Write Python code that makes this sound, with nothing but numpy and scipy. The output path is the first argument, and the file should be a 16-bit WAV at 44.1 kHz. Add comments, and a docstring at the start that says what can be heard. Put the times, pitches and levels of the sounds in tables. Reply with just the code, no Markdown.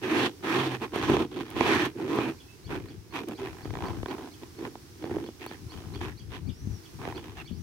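"""Rubbing a balloon in a garden

Two hands rub and squeeze a long latex balloon in a leafy garden, close to a small stereo microphone.
The skin sticks and slips: each slip shakes the resonances of the rubber and of the enclosed air.
Filtered noise makes leaves hiss and puffs of wind buffet the two ports (microphone openings).
Gliding sines make one bird's repeated two-part chirp and other whistles, with short echoes.
All table levels are relative: filters and mixing come after them."""
import sys
import numpy as np
from scipy import signal
from scipy.fft import rfft, irfft, next_fast_len
from scipy.io import wavfile
from scipy.ndimage import map_coordinates

SR = 44100
rng = np.random.default_rng(int(sys.argv[2]) if len(sys.argv) > 2 else 0)


def master(y):
    """Save y as 16-bit WAV."""
    cut = np.clip(np.atleast_2d(y).T, -1, 1)
    pcm = np.round(cut * 32767)  # scale
    wavfile.write(sys.argv[1], SR, pcm.astype(np.int16))


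N = 336042  # length [samples]


def amp(db):
    """Turn decibels into a gain."""
    return 10 ** (np.asarray(db) / 20)


def unit(x):
    """Scale a sound to an rms of 1."""
    return x / np.sqrt(np.mean(x ** 2) + 1e-20)


def ramp(x):
    """Keep x where it is positive, else 0."""
    return np.maximum(x, 0)


def along(points, hz):
    """Read a (frequency, value) table between its points, on a log frequency axis."""
    f, value = np.transpose(points)
    return np.interp(np.log(hz + 1), np.log(f + 1), value)


def curves(rows, t=None):
    """Join the rows into one smooth line of samples for each column after the time."""
    times, *columns = np.transpose(rows)
    if t is None:
        t = np.arange(N) / SR
    return [np.interp(t, times, column) for column in columns]


def wobble(rate):
    """Draw a smooth random curve with this many random knots a second."""
    knots = rng.standard_normal(int(N * rate / SR) + 4)
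    return map_coordinates(knots, [np.arange(N) * rate / SR])


def apart(share):
    """Make noise common to both ports, plus a share that each port hears alone."""
    return rng.standard_normal(N) + share * rng.standard_normal((2, N))


def filtered(x, response):
    """Multiply the spectrum of x by a response to frequency."""
    size = next_fast_len(N + SR // 2)
    hz = np.fft.rfftfreq(size, 1 / SR)
    return irfft(rfft(x, size) * response(hz), size)[..., :N]


def modes(table, wider=1, sign=-1):
    """Sum resonances (frequency, width, level); with sign 1 they all start together."""
    def response(hz):
        total = 0
        for k, (center, width, db) in enumerate(table):
            damping = 1j * hz * width * wider
            total = total + sign ** k * amp(db) * damping / (center * center - hz * hz + damping)
        return total
    return response


def dull(corner_hz):
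    """Let rubber damp the top of its ring."""
    return lambda hz: 1 / (1 + 1j * hz / corner_hz) ** 2


def treble(hz):
    """Pass the fine dry rustle of the surface and weaken what lies below it."""
    ratio = (hz / 7000) ** 2
    return ratio / (1 + ratio)


def placed(times, db):
    """Put one pulse at each time."""
    return np.bincount(np.round(times * SR).astype(int), amp(db), N)


def dying(pulses, t60):
    """Make each pulse jump up and die away by 60 dB in t60 seconds."""
    return signal.lfilter([1], [1, -amp(-60 / (t60 * SR))], pulses)


def tone(rows, waver):
    """Sing a sine along (time, pitch, level) rows, silent outside them; its pitch wavers quickly."""
    hz, db = curves(rows)
    t = np.arange(N) / SR
    phase = 2 * np.pi * np.cumsum(hz * (1 + waver * wobble(150))) / SR
    inside = (t > rows[0][0]) * (t < rows[-1][0])
    return amp(db) * np.sin(phase) * inside


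def layered(db, rest_db):
    """Add the powers of overlapping events to a resting level: a row per event, a column per ms."""
    total_db = 10 * np.log10(np.sum(amp(db) ** 2, axis=0) + amp(rest_db) ** 2)
    return np.interp(np.arange(N) * 1000 / SR, np.arange(len(total_db)), total_db)


# Tone colour of the leaves: (frequency [Hz], level [dB])
LEAF_COLOUR = [(180, -14.5), (300, 5.5), (582, -14.5), (800, -9), (3270, -14.5), (5560, -10.5),
               (8140, -19.5), (12700, -22), (15800, -21)]


def leaves():
    """Leaves hiss: coloured noise, different at each port, gently swells and fades."""
    hiss = unit(filtered(rng.standard_normal((2, N)), lambda hz: amp(along(LEAF_COLOUR, hz))))
    return amp(-56.0 + 1.72 * wobble(2.034)) * hiss


# Puffs of air: (start [s], length [s], left port level [dB], right port above the left [dB])
GUST_TIMES = [(1.033, 0.18, -36.5, -0.5), (1.555, 0.29, -42.5, 5), (2.652, 0.1898, -36, -12.5),
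              (2.896, 0.098, -41.5, -16), (3.404, 0.149, -43.0, -10), (3.656, 0.12, -34.5, -22),
              (3.832, 0.182, -30.5, -19), (5.117, 0.0955, -39, -7.5), (5.625, 0.0449, -36, -6.5),
              (5.749, 0.017, -32, -33.5), (5.858, 0.287, -34, -13.5), (6.217, 0.2173, -38, -8),
              (6.427, 0.0803, -30.5, -22), (6.61, 0.13, -28.5, -13), (6.933, 0.2827, -42, -10),
              (7.252, 0.179, -41.5, -16), (7.509, 0.14, -34, -21)]
# Tone colour of the buffeting: (frequency [Hz], level [dB])
RUMBLE_COLOUR = [(18, -59.5), (36, -3.5), (97, 6), (274, -15), (420, -23.5), (500, -55.5), (650, -50.5),
                 (1100, -120)]
GUST_EDGE_DB_PER_S = 378.5  # rise and fall of a puff
CALM_LEFT_DB, CALM_RIGHT_DB = -52, -51  # between puffs


def wind():
    """Wind buffets the ports as lumpy low noise; harder gusts add more of a higher flap."""
    t = np.arange(0, N / SR + .001, .001)
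    start, length, left_db, right_db = np.transpose(GUST_TIMES)[..., None]
    outside = ramp(start - t) + ramp(t - start - length)
    gust_db = left_db - GUST_EDGE_DB_PER_S * outside
    db = np.array([layered(gust_db, CALM_LEFT_DB), layered(gust_db + right_db, CALM_RIGHT_DB)])
    left_noise, other_noise, flap_noise = rng.standard_normal((3, N))
    right_noise = 0.69 * other_noise + 0.633 * left_noise  # partly shared
    lumps = amp(1.76 * np.array([wobble(15), wobble(26.0)]))
    rumble = filtered(lumps * np.array([left_noise, right_noise]), lambda hz: amp(along(RUMBLE_COLOUR, hz)))
    flap = unit(filtered(lumps[0] * flap_noise, modes([(248.7, 27.5, 0)])))
    flap_gain = amp(0.567 * (db + 29.5) - 16.5)
    return amp(db) * (unit(rumble) + flap_gain * flap) + pops()


AIR_LAG_S = .002  # the thud in the air follows the snap of the skin


def balloon():
    """Fingers stick and slip on the skin, slipping faster in harder strokes, and shake skin and air."""
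    rasp_db, boom_db, squeal_db = strokes()
    slips_per_s = np.clip(70 * amp(.7 * (squeal_db + 55)), 70, 260)  # before random scatter
    pulses = slips(slips_per_s, scatter_db=3, size_db=2)
    thuds, snaps = strong_slips()
    creak_thuds, creak_snaps, hush_db = creak()
    thuds, snaps = thuds + creak_thuds, snaps + creak_snaps
    rub = shaking(pulses, 0.025) + 0.55  # sliding adds a steady scrape
    rub = rub * amp(1.048 * wobble(60))  # the grip stutters
    taut = taut_skin(rub, pulses, snaps, squeal_db, hush_db)
    slack = slack_skin(rub, pulses, snaps, rasp_db + hush_db)
    return taut + slack + enclosed_air(pulses, thuds, boom_db) + hum()


# Hand strokes: (skin starts to slip [s], swell length [s], sag length [s], rasp of the slack skin [dB],
# boom of the air above the rasp [dB], squeal of the taut skin above the rasp [dB])
STROKE_TIMES = [(0.035, 0.175, 0.055, -30.0, 5, -3.0), (0.445, 0.12, 0.1863, -30.5, 2, -3.5),
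                (0.82, 0.01068, 0.01439, -38.0, 3, -6.0), (0.944, 0.065, 0.08, -34.0, 3.5, -3.0),
                (1.09, 0.0303, 0.1041, -32.0, 9.5, -6.0), (1.32, 0.09, 0.00927, -42.0, 6.5, -8.0),
                (1.455, 0.0706, 0.0031, -45.5, 0.9, -4.0), (1.565, 0.155, 0.145, -30, 4.5, -2.0),
                (1.98, 0.02552, 0.07, -44.0, 12, -6.5), (2.08, 0.0855, 0.1442, -34.5, 7, -5),
                (2.705, 0.03, 0.02438, -39, 5.0, -5.0), (2.782, 0.0028, 0.1698, -53.5, 10.5, -3.5),
                (3.145, 0.02475, 0.025, -39.5, 1.5, -2.0), (3.211, 0.002924, 0.0239, -49.5, 11.5, -7.5),
                (3.286, 0.00322, 0.04086, -46.5, 11, -6.5), (3.4, 0.00338, 0.2392, -44, 1, -6.0),
                (3.647, 0.1925, 0.1574, -41.0, 3.5, -9.5), (4.083, 0.0291, 0.03367, -41.5, 5, -8.5),
                (4.187, 0.002734, 0.087, -45.5, 5, -10), (4.429, 0.003, 0.012, -50, 5.6, -8),
                (4.593, 0.0697, 0.002973, -44.0, 7, -7.5), (5.02, 0.1103, 0.14, -47.0, 11.5, -5.5),
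                (5.42, 0.019, 0.00737, -49.0, 5, 0), (5.5, 0.01208, 0.04, -53, 7.5, 0),
                (5.711, 0.00279, 0.2206, -50.5, 3, -6.5), (5.936, 0.03226, 0.00297, -52.0, 6.5, -3.5),
                (6.013, 0.02, 0.065, -44.0, 3, -2), (6.325, 0.022, 0.015, -46.0, 3, -1.0),
                (7.0, 0.0563, 0.0579, -45, 3, -7.5), (7.16, 0.01302, 0.012, -45.0, 7, -6.0),
                (7.232, 0.01833, 0.0706, -51, 2.5, -2), (7.369, 0.0147, 0.0344, -48.5, -1.5, -0.5)]
# Hands only holding: (rasp [dB], boom [dB], squeal [dB])
HOLDING_LEVELS = (-74, -57.5, -76)
ATTACK_DB_PER_S, RELEASE_DB_PER_S = 800, 480  # the skin bites, then lets go
SWELL_DB_PER_S, SAG_DB_PER_S = 60, 58
BOOM_FOLLOWS = 0.772  # the air swings less widely than the skin [dB per dB]


def strokes():
    """Set the levels of rasp, boom and squeal: each stroke bites, swells, sags and lets go."""
    t = np.arange(0, N / SR + .001, .001)
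    start, swell, sag, rasp_db, boom_db, squeal_db = np.transpose(STROKE_TIMES)[..., None]
    hardest = start + swell
    end = start + swell + sag
    held = np.clip(t, start, end)
    drop_db = ATTACK_DB_PER_S * ramp(start - t) + SWELL_DB_PER_S * ramp(hardest - held)
    drop_db = drop_db + SAG_DB_PER_S * ramp(held - hardest) + RELEASE_DB_PER_S * ramp(t - end)
    rasp = rasp_db - drop_db
    boom = rasp_db + boom_db - BOOM_FOLLOWS * drop_db
    squeal = rasp_db + squeal_db - drop_db
    return [layered(db, rest_db) for db, rest_db in zip((rasp, boom, squeal), HOLDING_LEVELS)]


def slips(rate, scatter_db, size_db):
    """Make uneven slip pulses whose average power stays even when they come faster."""
    turns = np.cumsum(rate * amp(scatter_db * wobble(60)) / SR)
    hit = np.diff(np.floor(turns), prepend=0) > 0  # one slip per whole turn
    size = amp(size_db * rng.standard_normal(N)) / np.sqrt(rate)
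    return unit(hit * size)


def shaking(pulses, t60):
    """Follow the strength of the shaking that the pulses leave; their powers add."""
    return unit(np.sqrt(dying(pulses ** 2, t60 / 2)))


def shifting(shake, share, pulses, table, swing_db):
    """Shake each mode on its own, more or less strongly, as the hand moves over the skin."""
    total = 0
    for k, mode in enumerate(table):
        drive = shake * apart(share) + (-1) ** k * pulses
        total = total + amp(swing_db * wobble(8)) * filtered(drive, modes([mode]))
    return unit(total)


def blow(snaps, noise):
    """A strong slip is a clean blow with a short noisy tail, softened by the rubber."""
    return filtered(snaps + .15 * dying(snaps, .012) * noise, dull(5000))


# Resonances of the slack skin: (frequency [Hz], width [Hz], level [dB])
SLACK_MODES = [(756.8, 194, -3.5), (1022, 141.3, -2), (1253.8, 94.5, -8.5), (1566.5, 278, -14)]


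def slack_skin(rub, pulses, snaps, db):
    """Slack skin rasps at its lower resonances, rubbed by the hand and struck by strong slips."""
    rasp = filtered(shifting(rub, 0.832, pulses, SLACK_MODES, swing_db=2.5), dull(6300))
    struck = filtered(blow(snaps, apart(1.0)), modes(SLACK_MODES))
    return amp(db) * rasp + amp(35) * struck


# Resonances of the taut skin: (frequency [Hz], width [Hz], level [dB])
TAUT_MODES = [(1768, 481, 2.5), (2451, 345, 1), (3278, 728, -2), (4630, 360, -19.5), (5920, 620, -12.5)]
# The taut end is nearer the left port: (time [s], lead of the left port [ms])
LEFT_LEAD = [(2.4, 0.7155), (2.8, 0.1466)]
RUSTLE_LAGS = 0.394  # the fine rustle grows less than the squeal [dB lost per dB]


def taut_skin(rub, pulses, snaps, squeal_db, hush_db):
    """Taut skin squeals at its higher resonances, rustles and ticks, and reaches the right port later."""
    noise = apart(1.984)
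    squeal = filtered(shifting(rub, 2.09, pulses, TAUT_MODES, swing_db=2.8), dull(5820))
    rustle_gain = amp(-21 - RUSTLE_LAGS * (squeal_db + 44))
    squeal = squeal + rustle_gain * unit(filtered(rub * noise, treble))
    struck = filtered(blow(snaps, noise), modes(TAUT_MODES))
    left, right = amp(squeal_db + hush_db + 5.5) * squeal + amp(19.5) * struck + ticks(noise)
    lead_ms = curves(LEFT_LEAD)[0]
    late = map_coordinates(right, [np.arange(N) - lead_ms * SR / 1000])
    return np.array([left, late])


# Resonances of the enclosed air: (frequency [Hz], width [Hz], level [dB])
AIR_MODES = [(122.7, 22, -8.5), (245.94, 66, -5.5), (329.8, 62.6, 0.5), (389.4, 66.5, -2),
             (457.8, 81.5, -9)]
PRESSED = 1.8  # the finger that slipped widens the air modes of its thud by this factor


def enclosed_air(pulses, thuds, boom_db):
    """The air booms and thuds, radiates from the whole body and reaches both ports together."""
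    push = (shaking(pulses, 0.0667) + 0.438) * apart(0.397) + 1.08 * pulses
    boom = amp(boom_db + 1.0) * unit(filtered(push, modes(AIR_MODES)))
    thud = filtered(filtered(thuds, modes(AIR_MODES, PRESSED, sign=1)), dull(600))
    return filtered(boom + amp(30) * thud, dull(5100))


# Single strong slips: (time [s], thud in the air level [dB], snap of the skin level [dB])
STRONG_SLIPS = [(0.446, -46, -31), (0.935, -20.5, -38.5), (0.959, -15.5, -33), (1.096, -12, -29),
                (1.117, -12, -26), (1.167, -19, -21.5), (1.564, -26.5, -32), (1.608, -7, -19),
                (2.186, -10, -26.5), (2.285, -24.5, -47.5), (3.292, -22, -57.5), (3.654, -24.5, -39),
                (3.705, -39, -35.5), (4.03, -21, -34.5), (4.059, -22.5, -30.5), (4.113, -32, -34.5),
                (4.651, -29.5, -31.5), (4.754, -29.5, -40), (5.04, -18.5, -36.5), (5.112, -21.5, -41),
                (5.144, -23, -47), (5.166, -16.5, -44), (5.183, -24.5, -41), (5.287, -24, -50.5),
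                (5.463, -27, -35), (5.512, -26.5, -37), (6.013, -33, -29), (7.052, -26, -33.5),
                (7.075, -20, -33.5), (7.124, -34.5, -36)]


def strong_slips():
    """Each strong slip gives a snap pulse for the skin and a slightly later thud pulse for the air."""
    times, thud_db, snap_db = np.transpose(STRONG_SLIPS)
    return placed(times + AIR_LAG_S, thud_db), placed(times, snap_db)


# Modes of the air or skin that hum for a moment, a list for each: (time [s], pitch [Hz], level [dB])
HUM_NOTES = [
    [(.48, 124.6, -64.5), (.57, 131.6, -31), (.72, 128.4, -34.5), (.83, 126.1, -45)],
    [(3.38, 401.2, -64), (3.405, 397.7, -31), (3.45, 375.8, -33.5), (3.5, 401, -46)],
    [(7.365, 2747, -59.5), (7.41, 2700, -43.5), (7.427, 2530, -54.5)],
]


def hum():
    """Single modes hum briefly as sines of unsteady pitch."""
    return sum(tone(rows, waver=0.0431) for rows in HUM_NOTES)


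# Dry treble ticks: (time [s], level [dB])
TICK_TIMES = [(0.9595, -33), (1.1017, -35), (1.503, -34), (1.75, -36), (1.856, -34), (2.16, -37),
              (3.2863, -32), (5.4635, -33)]


def ticks(noise):
    """Short dying bursts of noise, kept to the treble, make dry ticks."""
    bursts = dying(placed(*np.transpose(TICK_TIMES)), 0.01) * noise
    return amp(-10) * filtered(bursts, lambda hz: treble(2 * hz))


def birds():
    """Birds whistle as sines, heard directly at both ports (1 dB louder at the right), with short echoes from
    the trees at both."""
    song = chirps() + whistles()
    fade = amp(-60 * np.arange(SR // 4) / SR / 0.213)  # 60 dB down in 0.213 s
    trees = rng.standard_normal((2, SR // 4)) * fade
    trees = trees / np.linalg.norm(trees[0])
    echo = signal.fftconvolve(song[None], trees, axes=1)[:, :N]
    return song * amp([[0], [1]]) * 1.0 + amp(1.0) * echo


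# The repeated chirp: (time [s], level [dB], extra level of the fundamental [dB])
CHIRP_TIMES = [(2.386, -57.5, 5), (2.653, -49.5, -5.5), (2.888, -52, -4), (3.113, -57, 1),
               (3.362, -49, -3.5), (3.635, -50, -8), (3.867, -46.5, -7.5), (4.089, -47.5, -6.5),
               (4.322, -53, -2.5), (4.584, -55, -8.5), (5.04, -55.5, -6), (5.257, -52.5, -1.5),
               (5.476, -46.5, -8), (5.708, -46, -9), (5.944, -47, -4), (6.183, -48, -7), (6.478, -52.5, 3),
               (6.84, -55.5, 1.5), (7.156, -46.5, -1), (7.461, -49.5, 1.5)]
# Its shape: (time from the middle of the first part [s], pitch [Hz], fundamental level [dB],
# octave level [dB])
CHIRP_SHAPE = [(-.016, 1977, -47.5, -34), (-.008, 2065, -21.5, -5), (.004, 2297, -2.5, -2.5),
               (.011, 2251, -20, -6), (.015, 3114, -1, -7.5), (.019, 3500, 4, -38.5),
               (.027, 2893, -2.5, -43), (0.037, 2303, -12.5, -38.5)]


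def chirps():
    """Each chirp is a gliding sine and its octave, with a slightly different pitch every time."""
    song = np.zeros(N + SR)
    t = np.arange(CHIRP_SHAPE[0][0], CHIRP_SHAPE[-1][0], 1 / SR)
    hz, fundamental_db, octave_db = curves(CHIRP_SHAPE, t)
    for time, db, extra_db in CHIRP_TIMES:
        detune = 1 + 0.0132 * rng.standard_normal() + .02 * wobble(250)[:len(t)]
        phase = 2 * np.pi * np.cumsum(hz * detune) / SR
        chirp = amp(fundamental_db + extra_db) * np.sin(phase) + amp(octave_db) * np.sin(2 * phase)
        first = round((time + t[0]) * SR)
        song[first:][:len(t)] += amp(db - 3) * chirp
    return song[:N]


# Other whistles, a list for each: (time [s], pitch [Hz], level [dB])
WHISTLE_NOTES = [
    [(2.47, 2691, -90.5), (2.485, 2593, -61), (2.54, 2665, -62.5), (2.56, 2541, -91.5)],
    [(6.5, 4665, -69.5), (6.58, 5800, -63), (6.67, 6220, -66.5), (6.76, 5697, -59), (6.83, 4757, -72),
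     (6.9, 3863, -75.5)],
    [(7.52, 4165, -61.5), (7.57, 5515, -66.5), (7.62, 6266, -67.5)],
]


def whistles():
    """Each whistle is one gliding sine; the first wavers least in pitch."""
    return sum(tone(rows, waver) for rows, waver in zip(WHISTLE_NOTES, (.003, .015, .015)))


# A slow, nearly even run of slips: (start [s], how many, spacing [s], thud level [dB], snap level [dB])
CREAK_RUN = (3.737, 7, .017, -31, -34)


def creak():
    """A run of slips creaks; while the finger creaks, rasp and squeal are hushed."""
    start, count, spacing, thud_db, snap_db = CREAK_RUN
    times = start + spacing * np.arange(count) + .001 * rng.standard_normal(count)
    thuds = placed(times + AIR_LAG_S, thud_db + rng.standard_normal(count))
    snaps = placed(times, snap_db + rng.standard_normal(count))
    last = times[-1]
    hush_db = curves([(start - .06, 0), (start - .04, -9), (last - .03, -9), (last, 0)])[0]
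    return thuds, snaps, hush_db


# Sudden pops of air: (time [s], left port peak level [dB])
POP_TIMES = [(5.752, -39), (6.491, -25), (6.672, -21.5), (7.511, -22.5), (7.528, -27)]


def pops():
    """Each pop is one soft low push that rings out in a few cycles, much weaker at the right port."""
    t = np.arange(SR // 20) / SR
    soft_start = (1 - np.exp(-t / 0.00157)) ** 2
    push = np.sin(2 * np.pi * 190 * t) * amp(-60 * t / 0.0256) * soft_start
    popping = signal.fftconvolve(placed(*np.transpose(POP_TIMES)), push / push.max())[:N]
    return popping * amp([[0], [-16]])


# The two ports differ in colour: (frequency [Hz], left minus right [dB])
PORT_COLOUR = [(60, -18.5), (150, 0.5), (380, -3), (950, -3.5), (6500, -4), (9000, 10.5), (15000, 7)]


def scene():
    """Sound in the air takes each port's colour; wind acts on the ports directly."""
    sounds = leaves() + balloon() + birds()
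    return filtered(sounds, lambda hz: amp(np.outer([.5, -.5], along(PORT_COLOUR, hz)))) + wind()


TOP_HZ = 15830  # band limit


def record(dry):
    """The microphone loses the deepest bass, and nothing is kept above the band limit."""
    return filtered(dry, lambda hz: (1j * hz / (45 + 1j * hz)) ** 2 * (hz < TOP_HZ))


dry = scene()
out = record(dry)
master(out)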